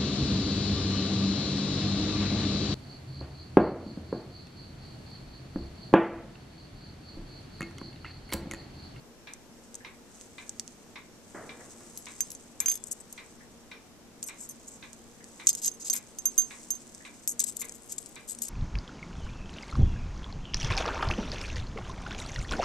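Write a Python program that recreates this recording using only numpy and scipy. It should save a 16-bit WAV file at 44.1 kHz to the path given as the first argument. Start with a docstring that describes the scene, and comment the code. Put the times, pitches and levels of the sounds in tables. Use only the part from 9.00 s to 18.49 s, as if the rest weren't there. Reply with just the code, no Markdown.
"""In a quiet room, close to a small camera, a hand sorts through braids hung with beads and charms.
Hair rustles, beads crack dryly, a coin rings when a key hits it, and the two rattle in chains of tiny
contacts as they slide. Further off a clock ticks in its hollow case and something bumps and taps,
over a low hum and a faint whine that fades away."""
import sys
import numpy as np
from scipy import signal
from scipy.fft import rfft, irfft
from scipy.io import wavfile
from scipy.ndimage import uniform_filter1d

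SR = 44100
rng = np.random.default_rng(int(sys.argv[2]) if len(sys.argv) > 2 else 0)


def store_pcm(level_fs):
    """Save levels as 16-bit WAV."""
    pcm = np.round(np.clip(level_fs, -1, 1) * 32767).astype(np.int16)
    wavfile.write(sys.argv[1], SR, np.atleast_2d(pcm).T)


N = 418509

# The hand on the braid. Each row: time in seconds, rustle level in dB, pan as left minus right in dB.
HAND_MOVES = [(0, -92, -5), (0.68, -53, -2.5), (1.05, -64, 5), (1.15, -46.5, -5.5), (1.45, -49.5, -3),
              (1.62, -51, -6), (2.2, -58.5, -5), (2.35, -47, -2.5), (3.1, -42.5, -2.5), (3.45, -51.5, -3.5),
              (3.9, -52.5, 3), (4.2, -51.5, -4), (5.1, -68, -4), (5.3, -49, -4.5), (6.1, -54.5, -7),
              (6.45, -46, -2), (6.75, -48.5, -3), (7.05, -50.5, -2.5), (7.5, -43, -2.5), (8.0, -48, -4.5),
              (8.6, -53, 2), (9.1, -49, 2.5), (9.3, -60.5, 2), (9.49, -31.5, 1.5)]
# The key hits the coin. 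Each row: start in seconds, relative levels of crack, low ring and high ring
# in dB, base ring time (t60) in seconds as the fingers allow.
KEY_STRIKES = [(3.206, -9.5, -20, -14, 0.093), (3.35, -27, -41, -62, 0.058),
               (3.603, -12.5, -37, -17.5, 0.19), (3.6593, -13, -15.5, -19, 0.085),
               (3.683, -14.5, -12, -10, 0.053), (3.6981, -15, -17.5, -24, 0.1),
               (3.715, -24, -22, -17, 0.12), (3.7416, -27, -45, -31, 0.13),
               (3.7548, -23.5, -33, -20.5, 0.08), (3.9142, -20.5, -46, -29, 0.025),
               (4.1263, -26, -44, -23.5, 0.044), (5.2285, -14.5, -50, -36, 0.15),
               (5.239, -27, -36, -25, 0.074), (5.4904, -47, -41, -34, 0.11), (6.47, -2.5, -5.5, -22, 0.023),
               (6.486, -11, -21, -34, 0.05), (6.4907, -4.5, -19, -10, 0.065), (6.53, -20, -34, -27, 0.053),
               (6.551, -16, -51, -25, 0.04), (6.659, -21, -21, -11, 0.058),
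               (6.679, -13.5, -12.5, -30, 0.025), (6.715, -32, -32.5, -52, 0.059),
               (6.821, -35, -36, -49, 0.06), (6.8994, -7, -16, -19, 0.09), (6.93, -11, -34, -21, 0.1),
               (6.9354, -9.5, -44, -10, 0.094), (6.954, -25, -36, -18, 0.1),
               (6.9642, -16.5, -40, -21, 0.08), (6.976, -23, -42, -25, 0.1),
               (7.1864, -21.5, -28, -29, 0.074), (7.2554, -14.5, -15, -8.5, 0.12),
               (7.3786, -20, -11.5, -10.5, 0.18), (7.7049, -15, -21, -15.5, 0.13),
               (7.7524, -31, -33.5, -34, 0.095), (8.2761, -12, -39, -11, 0.076),
               (8.394, -10.5, -19, -22, 0.11), (8.402, -6.5, -29, -14.5, 0.059),
               (9.42, -17, -47, -14.5, 0.057)]
# The pitches of the coin's modes in Hz.
COIN_HZ = [4925, 6348, 9453, 11725]
# Their voicing. Each row: relative level in dB, ring time factor, blend from low ring (0) to high (1).
COIN_MODES = [(-23, 1.15, 0.062), (-3, 0.91, 0), (-10.5, 0.35, 1), (6.5, 0.54, 0.94)]
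# Key and coin swing loosely together. Each row: start and end in seconds.
LOOSE_SPANS = [(6.44, 7.0), (8.38, 9.1), (9.27, 9.49)]
PINCHED_FROM_S, PINCH_DB = 8.2, -8  # the thumb pinches the charms and damps their lower ring
KEY_SHANK_HZ = 7110


def gain_of(db):
    """Decibels to amplitude."""
    return 10 ** (np.asarray(db) / 20)


def unit_rms(x):
    """Scale to an RMS of 1."""
    return x / np.sqrt(np.mean(x ** 2) + 1e-20)


def curve_at(points, hz):
    """Read a curve of (Hz, value) points along a log frequency axis."""
    point_hz, value = np.transpose(points)
    return np.interp(np.log(hz + 1), np.log(point_hz + 1), value)


def add(mix, start_s, sound):
    """Lay a sound into the mix."""
    part = mix[..., round(start_s * SR):][..., :sound.shape[-1]]
    part += sound[..., :part.shape[-1]]


def colour(x, eq):
    """Minimum-phase EQ through (Hz, dB) points."""
    half = np.log(gain_of(curve_at(eq, np.fft.rfftfreq(4096, 1 / SR))))
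    log_gain = signal.hilbert(np.r_[half, half[-2:0:-1]])
    taps = np.fft.ifft(np.exp(np.conj(log_gain))).real[:2048]
    return signal.oaconvolve(x, taps)[:len(x)]


def resonate(x, hz, width_hz, passes=1):
    """Two-pole resonance of gain 1; more passes steepen it."""
    for _ in range(passes):
        x = signal.lfilter(*signal.iirpeak(hz, hz / width_hz, SR), x)
    return x


def ring(hz, t60, phase, size=9000):
    """One struck mode: a dying sine, its phase in turns."""
    t = np.arange(size) / SR
    return np.sqrt(2) * gain_of(-60 * t / t60) * np.sin(2 * np.pi * (hz * t + phase))


def crack(scratch):
    """A hard contact: a spike with a brief scratch behind it."""
    x = scratch * rng.standard_normal(500) * gain_of(-60 * np.arange(500) / SR / 0.011)
    x[0] = 1
    return gain_of(15.5) * x


def pan(db):
    """Stereo gains for a fixed or moving left-minus-right level."""
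    return gain_of(np.vstack([db / 2, -db / 2]))


def room_tail(t60):
    """Stereo room reverb: decaying noise whose treble dies sooner."""
    hz, t, spectrum = signal.stft(rng.standard_normal((2, 22050)), SR, nperseg=256)
    band_t60 = t60 / (1 + (hz / 5000) ** 2)[:, None]
    tail = signal.istft(spectrum * gain_of(-60 * t / band_t60), SR, nperseg=256)[1]
    return tail / np.linalg.norm(tail[0])


def room_tone():
    """Steady air, most centred in the low mids, with a wavering motor hum."""
    # The air's colour. Each row: frequency in Hz, relative level in dB.
    air_eq = [(30, -6.5), (134, -8), (242, -3.5), (463, -9), (1370, -19), (2160, -21.5), (4250, -24),
              (6380, -22), (10000, -29.5), (14100, -32), (14500, -68)]
    # Its stereo image. Each row: frequency in Hz, left-right correlation.
    air_correlation = [(40, -0.12), (240, 0.77), (950, 0.56), (3770, -0.051), (15000, -0.015)]
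    # Motor orders. Each row: pitch in Hz, level in dB.
    hum_orders = [(233, -62), (350, -72.5), (465, -69)]
    hz = np.fft.rfftfreq(N, 1 / SR)
    left, spread = rfft(rng.standard_normal((2, N)))
    alike = curve_at(air_correlation, hz)
    right = alike * left + np.sqrt(1 - alike ** 2) * spread
    air = irfft(np.array([left, right]) * gain_of(curve_at(air_eq, hz)), N)
    noise = rng.standard_normal(N)
    hum = sum(gain_of(db) * unit_rms(resonate(noise, pitch, 3.3)) for pitch, db in hum_orders)
    return gain_of(-54) * unit_rms(air) * pan(1.0) + hum


def whine(hz=5499, width_hz=5, db=-75, gone_s=7, fade_s=2):
    """A thin tone of narrow noise that fades out."""
    fade = np.clip((gone_s - np.arange(N) / SR) / fade_s, 0, 1)
    return gain_of(db) * fade * unit_rms(resonate(rng.standard_normal((2, N)), hz, width_hz))


def far_bumps():
    """Dull knocks so far off that only their room tail arrives."""
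    # Each row: start in seconds, level in dB, reverb time (t60) in seconds.
    knocks = [(2.347, -42.5, 1), (2.595, -53.5, 0.9), (2.8, -57, 0.69)]
    # Their dull colour. Each row: frequency in Hz, relative level in dB.
    knock_eq = [(59, -54), (100, -2), (190, -6.5), (349, -2), (484, -0.5), (904, -7.5), (1960, -11),
                (3500, -40), (4550, -67)]
    out = np.zeros((2, N))
    for start, db, t60 in knocks:
        tail = np.array([colour(side, knock_eq) for side in room_tail(t60)])
        tail = tail + 0.56 * tail[::-1]  # crossfeed narrows the image
        onset_rms = np.sqrt(np.mean(tail[:, :2000] ** 2))
        add(out, start, gain_of(db) * tail / onset_rms)
    return out


def far_taps(first_s=.804, every_s=1.8):
    """Small, evenly spaced knocks with one woody resonance."""
    out = np.zeros((2, N))
    for start in np.arange(first_s, N / SR, every_s):
        add(out, start, gain_of(-11.5) * resonate(room_tail(0.26), 1810, 400, passes=2))
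    return out


def clock(first_s=.2729, swing_s=1.11, tock_after_s=.5758, fade_db_per_s=0.22):
    """Tick and tock: snaps in a hollow case, heard mostly through the room."""
    # Case modes. Each row: pitch in Hz, nominal width in Hz, relative dB on the tick and on the tock.
    case_modes = [(1090, 270, -3.5, -3.5), (1715, 230, -1.5, -5.5), (2104, 400, 1.5, 1.5),
                  (2340, 65, 4.5, -2.5), (3710, 460, -2.5, -4.5), (5550, 270, -11.5, -11)]
    out = np.zeros((2, N))
    swings = np.arange(0, N / SR - first_s, swing_s)
    ticks = swings + .00013 * swings ** 2  # the tick slips gradually later
    tocks = swings + tock_after_s
    for beat, (db, times) in enumerate([(-5, ticks), (-3, tocks)]):
        for start in first_s + times:
            snap = room_tail(0.34)
            snap[:, :200] += 0.045 * rng.standard_normal(200) * np.hanning(200)  # direct sound
            body = sum(gain_of(beat_db[beat]) * resonate(snap, hz, 1.57 * width, passes=2)
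                       for hz, width, *beat_db in case_modes)
            level = gain_of(db - fade_db_per_s * start)  # fainter as the camera turns away
            add(out, start - .002, level * (body + 0.23 * body[::-1]))
    return out


def hand_motion():
    """The hand's rustle level and pan in dB, sample by sample."""
    times, level_db, pan_db = np.transpose(HAND_MOVES)
    t = np.arange(N) / SR
    return np.interp(t, times, level_db), np.interp(t, times, pan_db)


def hair_rustle(hand_db):
    """Fine friction of hair and yarn: hiss with countless tiny snags."""
    centre, sides = rng.standard_normal(N), rng.standard_normal((2, N))
    snags = gain_of(3.8 * np.minimum(rng.exponential(1, N), 6))
    flutter = gain_of(2.5 * unit_rms(uniform_filter1d(rng.standard_normal(N), 1200)))
    return gain_of(hand_db) * unit_rms((centre + .5 * sides) * snags * flutter)


def charm_chatter(hand_db, from_s=2.95, hits_per_s=60, timbres=6):
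    """Tiny chance contacts, as loud as the hand is lively; they set the loose coin shimmering."""
    t = np.arange(N) / SR
    size, chance, timbre = rng.random((3, N))
    strength = gain_of(hand_db + 2 - 1.5 * np.log(size + 0.042))
    hits = strength * (chance < hits_per_s / SR) * (t > from_s)
    clicks = sum(signal.oaconvolve(hits * (np.floor(timbre * timbres) == k), crack(0.33))[:N]
                 for k in range(timbres))
    loose = sum((t > start) & (t < end) for start, end in LOOSE_SPANS)
    pinch_db = PINCH_DB * (t > PINCHED_FROM_S)
    shimmer = np.zeros(N)
    for hz, (mode_db, _, high) in zip(COIN_HZ, COIN_MODES):
        level = gain_of(0.71 * mode_db + 1.7 * high + pinch_db * (1 - high))
        shimmer += level * resonate(loose * clicks, hz, 0.0055 * hz)
    return clicks + gain_of(20.5) * shimmer


def sliding_contacts(start, length_s, hits_per_s=7000):
    """One slide's dense, clumpy stereo contacts, and a pitch in Hz that colours it."""
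    polarity, size, chance, wander = rng.random((4, 5000))[:, :round(length_s * SR)]
    hits = np.sign(polarity - .5) * gain_of(-3 * np.log(size + .01)) * (chance < hits_per_s / SR)
    struck = min(abs(start - row[0]) for row in KEY_STRIKES) < .004  # a blow starts it at full strength
    arch = np.sin(np.pi * np.linspace(.5 * struck, 1, len(hits))).clip(0)
    swell = arch ** (1.6 if struck else 0.5)
    clumps = gain_of(2.5 * unit_rms(uniform_filter1d(wander - .5, 120)))
    hits = unit_rms(hits) * swell * clumps * pan(12 * (wander - .5))
    return np.pad(hits, ((0, 0), (0, 2000))), 6000 + 2500 * polarity[0]


def charm_rattles():
    """Key and coin slide over each other; the contacts scrape and shake the damped metal."""
    # Each row: start and length in seconds, level in dB, relative level of the ring in dB.
    slides = [(3.863, 0.027, -40, 0), (3.91, 0.022, -26.5, 5.5), (3.999, 0.016, -41, 0),
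              (5.26, 0.039, -37, 9.5), (5.382, 0.087, -38, -1), (5.49, 0.045, -50, 26),
              (5.669, 0.027, -38.5, 1), (5.697, 0.08, -45, -17), (6.473, 0.015, -21.5, -6),
              (6.489, 0.03, -21, -3), (6.567, 0.034, -36.5, -2), (6.617, 0.079, -28, 5),
              (6.796, 0.041, -40, -8), (6.843, 0.049, -31, 2), (6.941, 0.051, -35, 1),
              (8.279, 0.062, -26, 6), (8.403, 0.032, -22, -11), (8.436, 0.0099, -21.5, 6),
              (8.456, 0.054, -33, 3), (8.5656, 0.0062, -31, 9), (8.59, 0.039, -35, 14),
              (8.642, 0.019, -41.5, 11), (8.731, 0.043, -50, 9), (8.885, 0.064, -39, -5),
              (8.916, 0.016, -30.5, 8), (8.979, 0.011, -30.5, -4), (9.275, 0.062, -35, 5),
              (9.418, 0.047, -33.5, 10), (9.455, 0.079, -45, 1)]
    # The loose key drags over the coin. Each row: pitch in Hz, width in Hz, gain in dB.
    scrape_bands = [(4960, 60, 15), (4040, 640, -0.5)]
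    thin = signal.butter(4, 5500, "high", fs=SR, output="sos")
    top_cut = signal.butter(8, 12900, fs=SR, output="sos")  # a steep low-pass trims the rattles' treble
    out = np.zeros((2, N))
    for start, length_s, db, ring_db in slides:
        hits, colour_hz = sliding_contacts(start, length_s)
        pinch_db = PINCH_DB * (start > PINCHED_FROM_S)
        metal = gain_of(-9) * resonate(hits, KEY_SHANK_HZ, 360)
        for hz, (mode_db, _, high) in zip(COIN_HZ, COIN_MODES):
            level = gain_of(0.9 * mode_db + 9.5 * high + pinch_db * (1 - high))
            metal += level * resonate(hits, hz, 0.021 * hz)
        scrape = hits + 1.5 * resonate(hits, colour_hz, 700)
        if any(begin < start < end for begin, end in LOOSE_SPANS):
            scrape += sum(gain_of(band_db + pinch_db) * resonate(scrape, hz, width)
                          for hz, width, band_db in scrape_bands)
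        else:
            scrape = signal.sosfilt(thin, scrape)  # gripped charms slide thinly
        add(out, start, gain_of(db) * (scrape + gain_of(ring_db) * metal))
    return signal.sosfilt(top_cut, out)


def dry_clicks():
    """Short dry clicks of beads and charms, some with more hollow body."""
    # Each row: start in seconds, crack level in dB, body above the crack in dB (capped at 15).
    clicks = [(0.336, -24, -26), (0.744, -41.5, 15), (0.7531, -19, -7.5), (1.212, -45, 16),
              (1.494, -20, -30), (1.5968, -17, 5), (1.678, -41.5, 26), (3.0575, -31.5, 4), (3.7235, -23, 4),
              (3.7751, -27, -4), (3.839, -21, -20), (5.286, -24, 1), (5.931, -28, -5), (6.2424, -32.5, 2.5),
              (6.642, -16, -10), (6.647, -14, -15), (6.908, -22, 1), (6.918, -23, -2), (6.971, -32, -15),
              (7.3966, -17, -10), (7.4204, -25.5, 4), (7.948, -27.5, -3), (8.514, -32, -8),
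              (8.523, -30, -10), (8.6864, -31, -15), (8.6947, -25, -15), (8.722, -26.5, -6),
              (8.9826, -21.5, 1), (9.028, -35, 2), (9.0604, -30.5, 3.5), (9.157, -30, -17),
              (9.3494, -28.5, -2), (9.3878, -23.5, -4)]
    lows = signal.butter(3, 4800, fs=SR, output="sos")
    out = np.zeros(N)
    for start, db, body_db in clicks:
        snap = crack(0.21)
        body = signal.sosfiltfilt(lows, snap)
        add(out, start, gain_of(db) * (snap - body + gain_of(min(body_db, 15)) * body))
    return out


def small_charm(dull):
    """A smaller charm, too light to knock: a thin crack and a high ring."""
    # Each row: start in seconds, level in dB.
    blows = [(2.9744, -25), (3.304, -30.5), (3.317, -28)]
    # Each row: pitch in Hz, level relative to the blow in dB, ring time (t60) in seconds.
    charm_modes = [(12870, 6.5, 0.1), (10530, -4.5, 0.11)]
    out = np.zeros(N)
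    for start, db in blows:
        snap = crack(0.38)
        add(out, start, gain_of(db) * (snap - signal.sosfiltfilt(dull, snap)))
        for hz, mode_db, t60 in charm_modes:
            add(out, start, gain_of(db + mode_db) * ring(hz, t60, rng.random()))
    return out


def key_strikes(dull, held_from_s):
    """Each blow cracks, knocks and briefly rings the key; once held, the hand soaks up the lows."""
    out = np.zeros(N)
    grips = rng.standard_normal((len(KEY_STRIKES), 3))
    for (start, db, low_db, _, _), (accent, bend, phase) in zip(KEY_STRIKES, grips):
        held = start > held_from_s
        snap = crack(0.19)
        add(out, start, gain_of(db) * (snap - held * 0.64 * signal.sosfiltfilt(dull, snap)))
        knock = signal.sosfilt(dull, crack(0.17))
        add(out, start, gain_of(low_db + (-3 if held else 9.5)) * knock)
        shank = ring(KEY_SHANK_HZ * (1 + 0.0054 * bend), t60=0.024, phase=phase)
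        add(out, start, gain_of(db - 11.5 + 2.1 * accent) * shank)
    return out


def coin_ring(held_from_s, muted_below_hz=5500):
    """Each blow stops the coin and rings it anew; strike spot and grip vary level, pitch and phase."""
    starts, _, low_db, high_db, t60 = np.transpose(KEY_STRIKES)
    out, t = np.zeros(N), np.arange(N) / SR
    last = np.maximum(np.searchsorted(starts, t) - 1, 0)  # the latest blow at each sample
    age_s = np.where(t > starts[0], t - starts[last], 9)  # silent before the first
    spots = rng.standard_normal((len(starts), len(COIN_MODES), 3)).transpose(1, 2, 0)
    for hz, (mode_db, t60_factor, high), (accent, bend, phase) in zip(COIN_HZ, COIN_MODES, spots):
        start_db = low_db + high * (high_db - low_db) + mode_db * (1 + 0.017 * accent)
        if hz < muted_below_hz:
            start_db += np.where(starts > held_from_s, -2.5, 9)  # muted in the hand, full when free
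        envelope = gain_of(start_db[last] - 60 * age_s / (t60_factor * t60[last]))
        envelope = signal.lfilter([.03], [1, .03 - 1], envelope)  # attack of about a millisecond
        buzz = unit_rms(resonate(rng.standard_normal(N), hz, 410, passes=2))
        roughness = .2 * (hz / 10000) ** 2  # loose contact buzzes, more so up high
        turns = hz * (1 + .001 * bend[last]) * age_s + phase[last]
        out += envelope * (np.sqrt(2) * np.sin(2 * np.pi * turns) + roughness * buzz)
    return out


def coin_deep_ring(hz=3445):
    """Few blows wake the coin's deepest mode, but it lingers through later ones."""
    # Each row: start in seconds, level in dB, ring time (t60) in seconds.
    blows = [(3.603, -40, 0.4), (3.683, -36, 0.53), (7.38, -36, 0.15)]
    out = np.zeros(N)
    for start, db, t60 in blows:
        add(out, start, gain_of(db) * ring(hz, t60, rng.random(), size=16000))
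    return out


def clinks(held_from_s=3.8):
    """Metal on metal; the coin hangs free at first, then lies in the hand."""
    dull = signal.butter(3, 3500, fs=SR, output="sos")  # the knocking low end of a crack
    return key_strikes(dull, held_from_s) + coin_ring(held_from_s) + coin_deep_ring() + small_charm(dull)


def scene():
    """The close sounds pan with the hand and echo lightly, in front of the room's own sounds."""
    # Two microphone openings colour the close sounds. Each row: frequency in Hz, left dB, right dB.
    port_eq = [(304, -61, -71), (1890, -22, -25.5), (3120, -18, -19.5), (5160, -10.5, -12),
               (6110, -10.5, -0.5), (6630, -7.5, 1), (7580, 5, -11), (8950, -1.5, -19.5), (9380, -6, -19),
               (12200, -15, -29.5), (14200, -24, -44), (17100, -61, -31)]
    hand_db, pan_db = hand_motion()
    near = clinks() + dry_clicks() + charm_chatter(hand_db) + charm_rattles() + hair_rustle(hand_db)
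    near *= pan(pan_db)
    near += gain_of(-20) * signal.fftconvolve(near, room_tail(.4), axes=1)[:, :N]
    # early reflections off the palm and the camera body
    echoes = rng.standard_normal((2, 900)) * gain_of(-60 * np.arange(900) / SR / 0.032)
    echoes /= np.linalg.norm(echoes[0])
    near += gain_of(-11) * signal.oaconvolve(near, echoes, axes=1)[:, :N]
    left = colour(near[0], [(hz, db) for hz, db, _ in port_eq])
    right = colour(near[1], [(hz, db) for hz, _, db in port_eq])
    return np.array([left, right]) + clock() + far_bumps() + far_taps() + room_tone() + whine()


def record(dry, cutoff_hz=16400):
    """A steep low-pass trims the very top."""
    lowpass = signal.firwin(511, cutoff_hz, window=("kaiser", 9), fs=SR)
    return signal.oaconvolve(dry, lowpass[None], "same")


dry = scene()
out = record(dry)
store_pcm(out)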